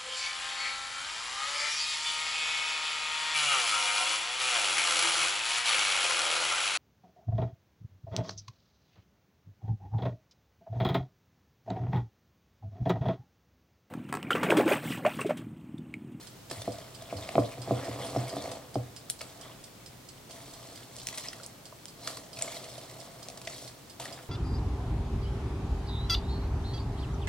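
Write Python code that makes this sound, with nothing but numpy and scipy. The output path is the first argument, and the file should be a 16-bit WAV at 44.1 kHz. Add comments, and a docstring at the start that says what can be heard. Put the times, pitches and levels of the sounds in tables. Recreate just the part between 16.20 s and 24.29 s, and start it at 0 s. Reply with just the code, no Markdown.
"""First heard are moving air, a motor hum and a brief whisk stroke: wires stir eggs into a thick batter.
The plastic bowl stands on a kitchen counter, close to two microphone ports and just left of centre.
Wires rub the wall, which drones, and at first bump it with hollow knocks (filtered impulses, bowl modes).
The sticky batter squelches, pops and crackles: random impulses ringing in small resonances.
Farther off to the right something, probably a fan, ticks once a turn; the small room adds its echo."""
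import sys
import numpy as np
from scipy import signal
from scipy.fft import rfft, irfft, next_fast_len
from scipy.io import wavfile

SR = 44100
rng = np.random.default_rng(int(sys.argv[2]) if len(sys.argv) > 2 else 0)


def put_to_file(sound):
    """Save the sound as 16-bit audio at rate SR, in the file named by the first command-line argument."""
    columns = np.atleast_2d(sound).T  # one column per channel
    safe = np.clip(columns, -1, 1)
    whole_steps = np.round(safe * 32767)
    wavfile.write(sys.argv[1], SR, whole_steps.astype(np.int16))


N = 356769
TIME = np.arange(N) / SR

# All levels in the tables are relative; mixing gains follow.
# moving air, spectrum: (frequency [Hz], density [dB per Hz])
AIR = [(20, -45), (35, -1.5), (60, -6), (130, 4.5), (200, -1.5), (350, -2.5), (650, -7), (1000, -10),
       (2000, -15), (4700, -15.5), (8000, -18.5), (12000, -22), (16000, -21)]
# whisk sweeps: (start [s], rise [s], hold [s], release time constant [s],
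#   wall drone [dB], squelch [dB], fine crackle [dB])
STROKES = [(0.0, 0.0052, 0.019, 0.042, -60, -59, -51), (0.294, 0.012, 0.1, 0.14, -48, -55, -50),
           (0.505, 0.057, 0.028, 0.28, -50.5, -57, -56.5), (0.76, 0.3, 0.04, 0.35, -43.5, -51, -50.5),
           (1.366, 0.18, 0.16, 0.41, -39, -51, -50), (1.77, 0.024, 0.56, 0.04, -40, -54, -50),
           (2.966, 0.041, 0.024, 0.15, -50.5, -63, -54), (3.168, 0.059, 0.015, 0.13, -50.5, -53.5, -58.5),
           (4.087, 0.013, 0.4, 0.5, -52, -60, -54), (4.716, 0.045, 0.11, .05, -59, -64, -52.5),
           (4.858, 0.02, 0.19, 0.052, -53, -49.5, -45.5), (5.125, 0.028, 0.073, 0.082, -52.5, -58, -55),
           (5.753, 0.14, .03, 0.096, -45, -53, -46), (6.1, 0.13, 0.064, 0.33, -46, -52.5, -45.5),
           (6.376, 0.036, 0.96, 0.22, -51, -62, -58), (7.254, 0.038, 0.17, 0.034, -53.5, -62, -48),
           (7.793, 0.0079, 0.022, 0.15, -43, -50, -47.5)]
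# the whisk's drag between sweeps: (wall drone [dB], squelch [dB], fine crackle [dB])
DRAG_DB = [-68.5, -67.5, -66]
# wall under rubbing wires, spectrum: (frequency [Hz], density [dB per Hz])
RUB = [(40, -36), (110, -26), (180, -0.5), (300, -4), (430, -3), (660, 7), (900, -19.5), (1300, -11),
       (2500, -54.5), (8000, -57)]
# bowl with its batter, modes: (frequency [Hz], level [dB], t60 [s])
BOWL = [(89, -17, 0.36), (124.6, 5.5, 0.17), (156, -28, 0.1), (220, -19, 0.4), (285.7, 1.5, 0.076),
        (361, -6.5, 0.068), (428, -5.5, 0.054), (498.4, -1.5, 0.14), (580, -11, 0.26), (665.5, -0.5, 0.085),
        (703, -8, 0.047), (782, -21.5, 0.32), (1016, -16, 0.12), (1104, -24, 0.11)]
# batter pockets, spectrum: (frequency [Hz], density [dB per Hz])
SQUELCH = [(400, -38), (900, 4.5), (1250, 2.5), (1550, -1.5), (2100, 4), (2700, -4), (3500, 3.5),
           (7000, -24)]
# batter threads, spectrum: (frequency [Hz], density [dB per Hz])
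CRACKLE = [(1200, -24), (2600, -9), (3250, -7), (4200, 0.5), (5300, -4.5), (6600, -4), (7800, 0),
           (9500, -4.5), (12000, -6), (16000, -15)]
# resonant gaps between the coated wires: (centre [Hz], width [Hz], level [dB])
GAPS = [(3330, 230, -14), (4230, 100, -12.5), (5380, 320, -10)]
# fan tick, spectrum: (frequency [Hz], density [dB per Hz])
TICK = [(1000, -25), (2600, -14), (3200, -3), (3800, -7), (4900, 0), (6300, -7), (8400, -2), (9800, -13),
        (16000, -26)]
# fan tick, ringing: (frequency [Hz], level [dB], t60 [s])
TICK_MODES = [(3140, -3, .035), (4500, -3, .04), (4970, 0, .04), (7240, -5, .04), (8310, -3, .04),
              (8840, -4, .04)]
# whisk bumps the bowl: (time [s], level [dB], contact hardness as low-pass cutoff [Hz],
#   extra deep thud [dB], thock pitch [Hz], thud pitch [Hz])
KNOCKS = [(0.311, -26.5, 1000, 2.5, 453, 121), (0.367, -27, 170, 12, 650, 103),
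          (0.4774, -13.5, 680, -1.5, 637, 106), (0.9264, -18, 895, -11, 627, 114),
          (0.947, -14.5, 140, 2, 650, 98), (1.1540, -11, 930, -2, 697, 128),
          (1.1804, -3.5, 1100, -2, 620, 113), (1.3763, -30, 704, 11.5, 646, 121),
          (1.4756, -23, 970, 8, 680, 118.4), (1.5093, -7, 710, -0.5, 633, 121),
          (1.6803, -19.5, 607, 5.5, 660, 111.4), (1.9620, -12, 780, 3.5, 686, 122),
          (2.1308, -22, 833, -5, 606, 123.5), (2.167, -18, 895, -5, 660, 122),
          (2.5562, -13, 815, 5, 714, 118.3)]
# hollow thock, spectrum: (frequency [Hz], density [dB per Hz])
THOCK = [(60, -55), (200, -5), (400, -17.5), (650, 6.5), (850, -10.5), (1200, -8.5), (1700, -24),
         (4000, -73)]
# bending waves in the wall, spectrum: (frequency [Hz], density [dB per Hz])
BENDING = [(40, -21), (70, -15.5), (110, -7), (170, -10.5), (275, 3), (400, -5), (600, -2.5), (1000, -33),
           (4000, -44)]
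# batter smacks the wall: (time [s], level [dB], centre [Hz], spread [octaves, 1/e at twice this],
#   wall's answer [dB], air pocket pitch [Hz], air pocket [dB])
SMACKS = [(.313, -29.5, 5000, 7.4, -52, 1750, -41), (.4185, -35.5, 3700, 2.4, -41, 3450, -38),
          (.585, -45, 3540, .9, -38, 3260, -55), (.8224, -42, 4900, 1.3, -40, 4170, -56),
          (2.316, -39, 4000, 2, -45, 3650, -43), (3.009, -39, 1890, 0.77, -48, 2270, -38.5),
          (3.0145, -31.5, 3500, 3.4, -43, 1280, -39), (4.976, -32, 8000, 1.5, -60, 3720, -44),
          (4.982, -29, 7200, 1.4, -54, 1040, -44), (5.131, -36.5, 3020, 2.6, -58, 1900, -41.5),
          (5.199, -51, 2500, 1.4, -58, 1350, -45), (5.5254, -46, 680, 0.4, -45, 1110, -55),
          (5.8746, -27, 4250, 1.1, -37, 1320, -35), (5.9716, -35.5, 6000, 1.5, -57, 1100, -42),
          (6.171, -43, 2780, .83, -44, 2510, -41), (6.189, -34.5, 6000, 1.6, -39.5, 2520, -47),
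          (6.2125, -36, 3200, 2, -39, 2550, -38.5), (6.225, -53, 2500, .8, -35.5, 2130, -44),
          (6.278, -46, 2280, 0.83, -35, 2180, -36), (6.3679, -43, 4270, 1.2, -37, 3900, -41),
          (6.454, -51, 2380, 0.48, -44.5, 2090, -61), (6.580, -47, 4000, 1.1, -39, 3500, -50),
          (7.175, -38, 6500, 1.6, -45, 4030, -52), (7.216, -40.5, 5500, 1.2, -52, 4600, -51),
          (7.2735, -33, 3300, 0.66, -34, 1980, -32), (7.7995, -34, 5500, 5.3, -48, 910, -37),
          (7.855, -36.5, 3000, 1.6, -51, 1870, -36.5), (7.977, -43.5, 1100, .57, -59, 1550, -59)]
# batter tears open behind a wire: (time [s], length [s], level [dB],
#   resonance at the start [Hz], at the end [Hz])
SLURPS = [(0.884, 0.037, -53, 2440, 2240), (0.961, 0.034, -55, 4640, 4140), (1.012, 0.046, -56, 3900, 3300),
          (1.237, 0.044, -51.5, 3330, 4300), (1.31, 0.041, -53, 2470, 2230),
          (1.598, 0.083, -51, 1910, 1670), (2.161, 0.053, -51.5, 3470, 3950),
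          (1.792, 0.1, -51.5, 3400, 3200), (1.833, 0.032, -47.5, 9300, 8900),
          (2.085, 0.025, -52, 5200, 4800), (5.792, 0.16, -55, 4100, 4400), (5.87, 0.054, -58, 1400, 1150),
          (6.283, .085, -54.5, 2230, 2230), (7.295, 0.053, -56, 2320, 2070),
          (7.342, 0.036, -56, 4000, 3600), (7.979, 0.032, -54.5, 1800, 1200)]
# wires snap together: (time [s], level [dB], centre [Hz], spread [octaves, 1/e at twice this],
#   wall's answer [dB])
WIRE_CLICKS = [(1.0905, -31, 2380, .42, -29.5), (1.155, -31, 2430, 0.33, -43),
               (2.556, -40.5, 2490, 0.87, -60), (2.897, -36, 6600, 0.56, -65),
               (2.9, -16.5, 9300, 0.97, -46), (2.906, -25, 9700, 0.2, -52), (4.766, -35, 7340, .5, -67),
               (4.817, -39, 4100, 0.23, -58), (4.8706, -21, 7100, 0.76, -57), (4.8875, -26, 4200, 2.5, -58),
               (4.942, -40, 3000, 0.35, -65), (5.0854, -27.5, 5200, 0.099, -45),
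               (5.263, -32, 8100, .3, -64), (5.656, -33.5, 5000, 0.76, -60), (6.223, -18, 7700, 0.061, -51),
               (7.086, -32, 5340, 0.53, -41), (7.101, -38, 5300, 0.67, -41), (7.382, -37, 6500, 0.73, -53)]
# wires ringing on: (frequency [Hz], level [dB], t60 [s])
WIRE_MODES = [(8450, -57, .16), (8610, -58, .13), (10210, -59, .13), (10480, -61, .11)]
# fall of the clicks in the highest treble: (frequency [Hz], gain [dB])
CLICK_TOP = [(1000, 0), (10800, 0), (12000, -6), (16000, -8)]
# treble the room swallows from the clicks: (frequency [Hz], gain [dB])
ECHO_TOP = [(6000, 0), (10500, -2), (12000, -6), (16000, -8)]
# the kitchen's reverberation: (frequency [Hz], t60 [s])
ROOM_T60 = [(100, 0.24), (700, 0.39), (4000, 0.2), (14000, 0.16)]

FAN_FIRST_S, FAN_TURN_S = .0725, .2243
TICK_UNEVEN_DB, MODE_UNEVEN_DB = 1, 1.5
TIRE_DB_PER_S = 1.5   # a sweep loses force as it goes
WALL_LAW = 0.75   # the wall's drone grows as this power of the force
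WALL_NOTE_HZ = 652   # the note that a lightly touched wall gives
THOCK_HZ, THUD_HZ = 650, 121.7   # reference pitches
WIRE_S, WIRE_CRACK = .0011, .55   # burst scale; share of one sharp crack
SMACK_S = .0034   # burst scale
CUTOFF_HZ = 15950


def from_db(db):
    """Decibels to gain."""
    return 10 ** (np.asarray(db) / 20)


def rms_one(x):
    """Scale to rms 1."""
    return x / np.sqrt(np.mean(x ** 2) + 1e-20)


def at_hz(points, hz):
    """Read a table on a log-frequency axis."""
    table = np.array(points)
    return np.interp(np.log(np.maximum(hz, 1)), np.log(table[:, 0]), table[:, 1])


def add(track, s, sound):
    """Mix a sound into a track at time s."""
    start = max(round(s * SR), 0)
    track[start:start + len(sound)] += sound[:N - start]


def response(spectrum, size=4096):
    """Causal (minimum-phase) impulse response with the given spectrum."""
    gain = from_db(at_hz(spectrum, np.fft.rfftfreq(size, 1 / SR)))
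    cepstrum = irfft(np.log(gain))
    cepstrum[1:size // 2] *= 2
    cepstrum[size // 2 + 1:] = 0
    return irfft(np.exp(rfft(cepstrum)))


def colour(x, spectrum):
    """Filter a signal with a spectrum."""
    return signal.oaconvolve(x, response(spectrum))[:len(x)]


def ring(x, modes):
    """Parallel damped modes; a unit click sets each ringing at its own level."""
    out = 0
    for hz, db, t60 in modes:
        r, w = from_db(-60 / (t60 * SR)), 2 * np.pi * hz / SR
        zeros, poles = [1, -r * np.cos(w)], [1, -2 * r * np.cos(w), r * r]
        out = out + from_db(db) * signal.lfilter(zeros, poles, x + 1e-18)
    return out


def grains(per_s, spread_db):
    """Random tiny impulses of uneven size and sign."""
    sizes = from_db(spread_db * np.minimum(rng.exponential(1, N), 4))
    return sizes * rng.standard_normal(N) * (rng.random(N) < per_s / SR)


def random_path(per_s):
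    """Straight lines between random values, per_s of them a second."""
    knots = rng.standard_normal(4096)
    return np.interp(TIME * per_s, np.arange(len(knots)), knots)


def flutter(per_s, depth_db):
    """A gain that wanders at random."""
    return from_db(depth_db * random_path(per_s))


def wander(hz, per_s, octaves):
    """A pitch that strays at random around its centre."""
    return hz * 2 ** (octaves * random_path(per_s))


def resonate(x, hz, width_hz):
    """One resonance whose centre moves; rms 1."""
    turning = np.exp(2j * np.pi * np.cumsum(hz) / SR)
    pole = np.exp(-np.pi * width_hz / SR)
    return rms_one((turning * signal.lfilter([1], [1, -pole], x / turning + 1e-18)).real)


def diffuse(size):
    """White noise arriving from all sides: alike at both ports in the bass, less so higher up."""
    mid, side = rfft(rng.standard_normal((2, size)))
    alike = .2 + .77 / (1 + (np.fft.rfftfreq(size, 1 / SR) / 300) ** 3)
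    return irfft(np.sqrt((1 + alike) / 2) * mid + np.sqrt((1 - alike) / 2) * side * [[1], [-1]], size)


def fan_air(air_db=-51.5, hum_hz=122.0, hum_db=-63.0):
    """A steady rush of air from all sides and a motor hum that wavers in level."""
    sides = diffuse(next_fast_len(N))[:, :N]
    air = rms_one(np.array([colour(side, AIR) for side in sides]))
    hum = np.sqrt(2) * np.sin(2 * np.pi * hum_hz * TIME) * flutter(per_s=9, depth_db=3.5)
    return from_db(air_db) * air + from_db(hum_db) * hum


def sweeps():
    """Each sweep builds up, holds and dies away; returns the gains of drone, squelch and crackle."""
    power = from_db(DRAG_DB)[:, None] ** 2
    for start, rise, hold, release, wall_db, squelch_db, crackle_db in STROKES:
        t = np.maximum(TIME - start, 0)
        fading = np.exp(-np.maximum(t - rise - hold, 0) / release)
        force = np.minimum(t / rise, 1) * from_db(-TIRE_DB_PER_S * t) * fading
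        wall = from_db(wall_db) * force ** WALL_LAW
        power = power + np.array([wall, from_db(squelch_db) * force, from_db(crackle_db) * force]) ** 2
    return np.sqrt(power)


def rubbed_wall(drone, ring_share_db=0, note_db=-3.0, note_width_hz=50, hard_db=-40, drone_db=-3.5):
    """Wires slip along the wall: a light touch favours its note, a hard one shakes the whole bowl."""
    slips = grains(per_s=1800, spread_db=2.5)
    ringing = rms_one(ring(slips, BOWL))
    whole_bowl = rms_one(rms_one(colour(slips, RUB)) + from_db(ring_share_db) * ringing)
    note_hz = wander(WALL_NOTE_HZ, per_s=9, octaves=.025)
    note = from_db(note_db) * resonate(slips, note_hz, note_width_hz)
    pressure = np.minimum(drone / from_db(hard_db), 1) ** 0.073
    return from_db(drone_db) * drone * (pressure * whole_bowl + note)


def bubbles(per_s, cycles, patchy_db, low_hz, high_hz, count=16):
    """Tiny pockets snap open and ring a few cycles; each size comes in flurries of its own."""
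    out = 0
    for hz in np.geomspace(low_hz, high_hz, count):
        snaps = grains(per_s / count, spread_db=1.5) * flutter(per_s=38, depth_db=patchy_db)
        out = out + np.sqrt(hz) * rms_one(ring(snaps, [(hz, 0, cycles / hz)]))   # t60 of so many cycles
    return out


def stirred_batter(squelch, crackle, squelch_db=-1, crackle_db=-1):
    """Threads and small bubbles of batter snap behind the wires, whose gaps resonate."""
    clumps = flutter(per_s=170, depth_db=3.2)
    large = bubbles(per_s=2200, cycles=22.0, patchy_db=4.5, low_hz=840, high_hz=3600)
    pockets = rms_one(clumps * colour(large, SQUELCH))
    fine = bubbles(per_s=6000, cycles=19, patchy_db=0, low_hz=2540, high_hz=13100)
    threads = rms_one(clumps * colour(fine, CRACKLE))
    for hz, width_hz, db in GAPS:
        snaps = grains(per_s=380, spread_db=2)
        gap_hz = wander(hz, per_s=12, octaves=0.072)
        threads = threads + from_db(db) * resonate(snaps, gap_hz, width_hz)
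    return from_db(squelch_db) * squelch * pockets + from_db(crackle_db) * crackle * threads


def fan_tick(rub_s=0.0088, tick_db=-60.5):
    """Once a turn a loose part chatters for a few milliseconds; every other turn it comes a little late."""
    chatter = np.zeros(N)
    t = np.arange(2048) / SR
    for turn, s in enumerate(np.arange(FAN_FIRST_S, N / SR, FAN_TURN_S)):
        burst = rng.standard_normal(len(t)) * np.minimum(t / 0.001, 1) * np.exp(-t / rub_s)
        uneven = from_db(TICK_UNEVEN_DB * rng.standard_normal())
        add(chatter, s + 0.0032 * (turn % 2 - .5), uneven * burst)
    rattle, ringing = rms_one(colour(chatter, TICK)), rms_one(ring(chatter, TICK_MODES))
    return from_db(tick_db) * rms_one(rattle + .5 * ringing)


def bending_wave(wave_db=29, bend_hz=260, count=22, size=16384):
    """Bending waves in the soft wall travel slower the deeper they are: a chain of all-passes."""
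    pole = np.exp(-2 * np.pi * bend_hz / SR)
    impulse = colour(signal.unit_impulse(size), BENDING)
    return from_db(wave_db) * signal.sosfilt([[-pole, 1, 0, 1, -pole, 0]] * count, impulse)


def knocks(ring_db=-15, thock_db=28, slow_hz=320, deep_hz=170, detune=0.012, size=16384):
    """A bump gives a hollow thock and rings the bowl; its slow, deep modes need a few cycles to swell."""
    out, t = np.zeros(N), np.arange(size) / SR
    hz, mode_db, t60 = np.transpose(BOWL)[:, :, None]
    swell = 1 - np.exp(-(t * hz / (slow_hz / hz)) ** 2)
    deep = hz < deep_hz
    wave = bending_wave(size=size)
    for s, db, hard_hz, thud_db, thock_hz, thud_hz in KNOCKS:
        thock_spectrum = np.array(THOCK) * [thock_hz / THOCK_HZ, 1]
        thock = from_db(thock_db) * colour(signal.unit_impulse(size), thock_spectrum)
        pitch = hz * np.where(deep, thud_hz / THUD_HZ, 1)   # grip and load retune the deep modes
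        # the batter and the point of contact keep moving
        strength, shift = rng.standard_normal((2, len(BOWL), 1))
        start_db = mode_db + MODE_UNEVEN_DB * strength + thud_db * deep
        decay = from_db(start_db - 60 * t / t60)
        modes = decay * swell * np.sin(2 * np.pi * pitch * (1 + detune * shift) * t)
        bump = thock + from_db(thud_db / 2) * wave + from_db(ring_db) * modes.sum(0)
        contact = signal.butter(2, hard_hz, fs=SR, output="sos")
        add(out, s, from_db(db) * signal.sosfilt(contact, bump))
    return out


def click(db, centre_hz, octaves, length, wall_db, crack=0, answer_s=0.0036, skirt_db=-19, size=4096):
    """A burst of slips and one sharp crack, bright around its pitch; the wall answers with its note."""
    t = np.arange(size) / SR
    hz = np.geomspace(200, 16000, 80)
    answer = t / answer_s * np.exp(1 - t / answer_s) * np.sin(2 * np.pi * WALL_NOTE_HZ * t)
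    slips = rng.laplace(size=size) * np.exp(-(t / length - 1) ** 2)
    sharp = signal.unit_impulse(size, round(length * SR / 2))
    burst = (1 - crack) * slips / np.linalg.norm(slips) + crack * sharp
    away = np.log2(hz / centre_hz)
    hump = np.exp(-(away / (2 * octaves)) ** 2) + from_db(skirt_db) / (1 + away ** 2)
    snap = colour(burst, np.c_[hz, 20 * np.log10(hump)])
    snap = np.sqrt(length * SR) * snap / np.linalg.norm(snap)
    return from_db(db) * snap + from_db(wall_db) * answer


def pop(db, hz, swell_s=0.0018, rise_per_s=6, size=1024):
    """An air pocket opens and rings briefly, rising in pitch."""
    t = np.arange(size) / SR
    swell = t / swell_s * np.exp(1 - t / swell_s)
    return from_db(db) * swell * np.sin(2 * np.pi * hz * t * (1 + rise_per_s * t / 2))


def batter_smacks():
    """Wet batter smacks the wall, and each smack pops an air pocket."""
    out = np.zeros(N)
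    for s, db, hz, octaves, wall_db, pocket_hz, pocket_db in SMACKS:
        add(out, s - SMACK_S / 2, click(db, hz, octaves, SMACK_S, wall_db, crack=0.39))
        add(out, s, pop(pocket_db, pocket_hz))
    return colour(out, CLICK_TOP)


def slurps(snaps_per_s=1300, width_hz=380):
    """A wire tears a hollow in the batter: tiny snaps ring in it while its size changes."""
    out = np.zeros(N)
    for s, length, db, start_hz, end_hz in SLURPS:
        size = int(length * SR)
        snaps = grains(snaps_per_s, spread_db=0.5)[:size] * np.sin(np.linspace(0, np.pi, size))
        add(out, s, from_db(db) * resonate(snaps, np.geomspace(start_hz, end_hz, size), width_hz))
    return out


def wire_clicks():
    """Wires snap against each other with short dry clicks and ring on faintly."""
    out = np.zeros(N)
    for s, db, hz, octaves, wall_db in WIRE_CLICKS:
        snap = click(db, hz, octaves, WIRE_S, wall_db, crack=WIRE_CRACK, answer_s=0.0017)
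        add(out, s - WIRE_S / 2, snap)
    return colour(out + ring(out, WIRE_MODES), CLICK_TOP)


def place(x, lead_us, pan_db):
    """Two close microphone ports; positive lead and pan favour the left."""
    size = next_fast_len(N + 64)
    delay = np.exp(-2j * np.pi * np.fft.rfftfreq(size, 1 / SR) * lead_us / 1e6)
    right = irfft(rfft(x, size) * delay, size)[:N]
    return np.array([x * from_db(pan_db / 2), right * from_db(-pan_db / 2)])


def kitchen(x, size=20000):
    """Reverberation: diffuse reflections build up, then die away octave by octave."""
    t, hz = np.arange(size) / SR, np.fft.rfftfreq(size, 1 / SR)
    noise, tail = rfft(diffuse(size)), 0
    centres = np.geomspace(100, 12800, 8)
    for centre, share in zip(centres, np.eye(len(centres))):
        decay = from_db(-60 * t / at_hz(ROOM_T60, centre))
        shape = decay * np.clip((t - .003) / 0.0011, 0, 1)   # the first reflections come after 3 ms
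        band = irfft(noise * at_hz(np.c_[centres, share], hz), size)
        tail = tail + band * shape / np.linalg.norm(shape)
    return signal.oaconvolve(x[None], tail, axes=1)[:, :N]


def scene(bowl_room_db=-9, batter_room_db=-6, click_room_db=-8, fan_room_db=-3):
    """The bowl is close, just left of centre; the fan's tick is farther off to the right."""
    air = fan_air()
    rub, squelch, crackle = sweeps()
    drone = rubbed_wall(rub)
    batter = stirred_batter(squelch, crackle) + slurps()
    tick = fan_tick()
    bowl = drone + knocks()
    snaps = batter_smacks() + wire_clicks()
    near = place(bowl + batter + snaps, lead_us=38, pan_db=-.3)
    far = place(tick, lead_us=-35, pan_db=-7)
    to_room = from_db(bowl_room_db) * bowl + from_db(batter_room_db) * batter
    to_room = to_room + from_db(click_room_db) * colour(snaps, ECHO_TOP) + from_db(fan_room_db) * tick
    return near + far + kitchen(to_room) + air


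def record(dry):
    """The top is cut steeply."""
    return signal.sosfilt(signal.ellip(10, .1, 70, CUTOFF_HZ, fs=SR, output="sos"), dry)


dry = scene()
out = record(dry)
put_to_file(out)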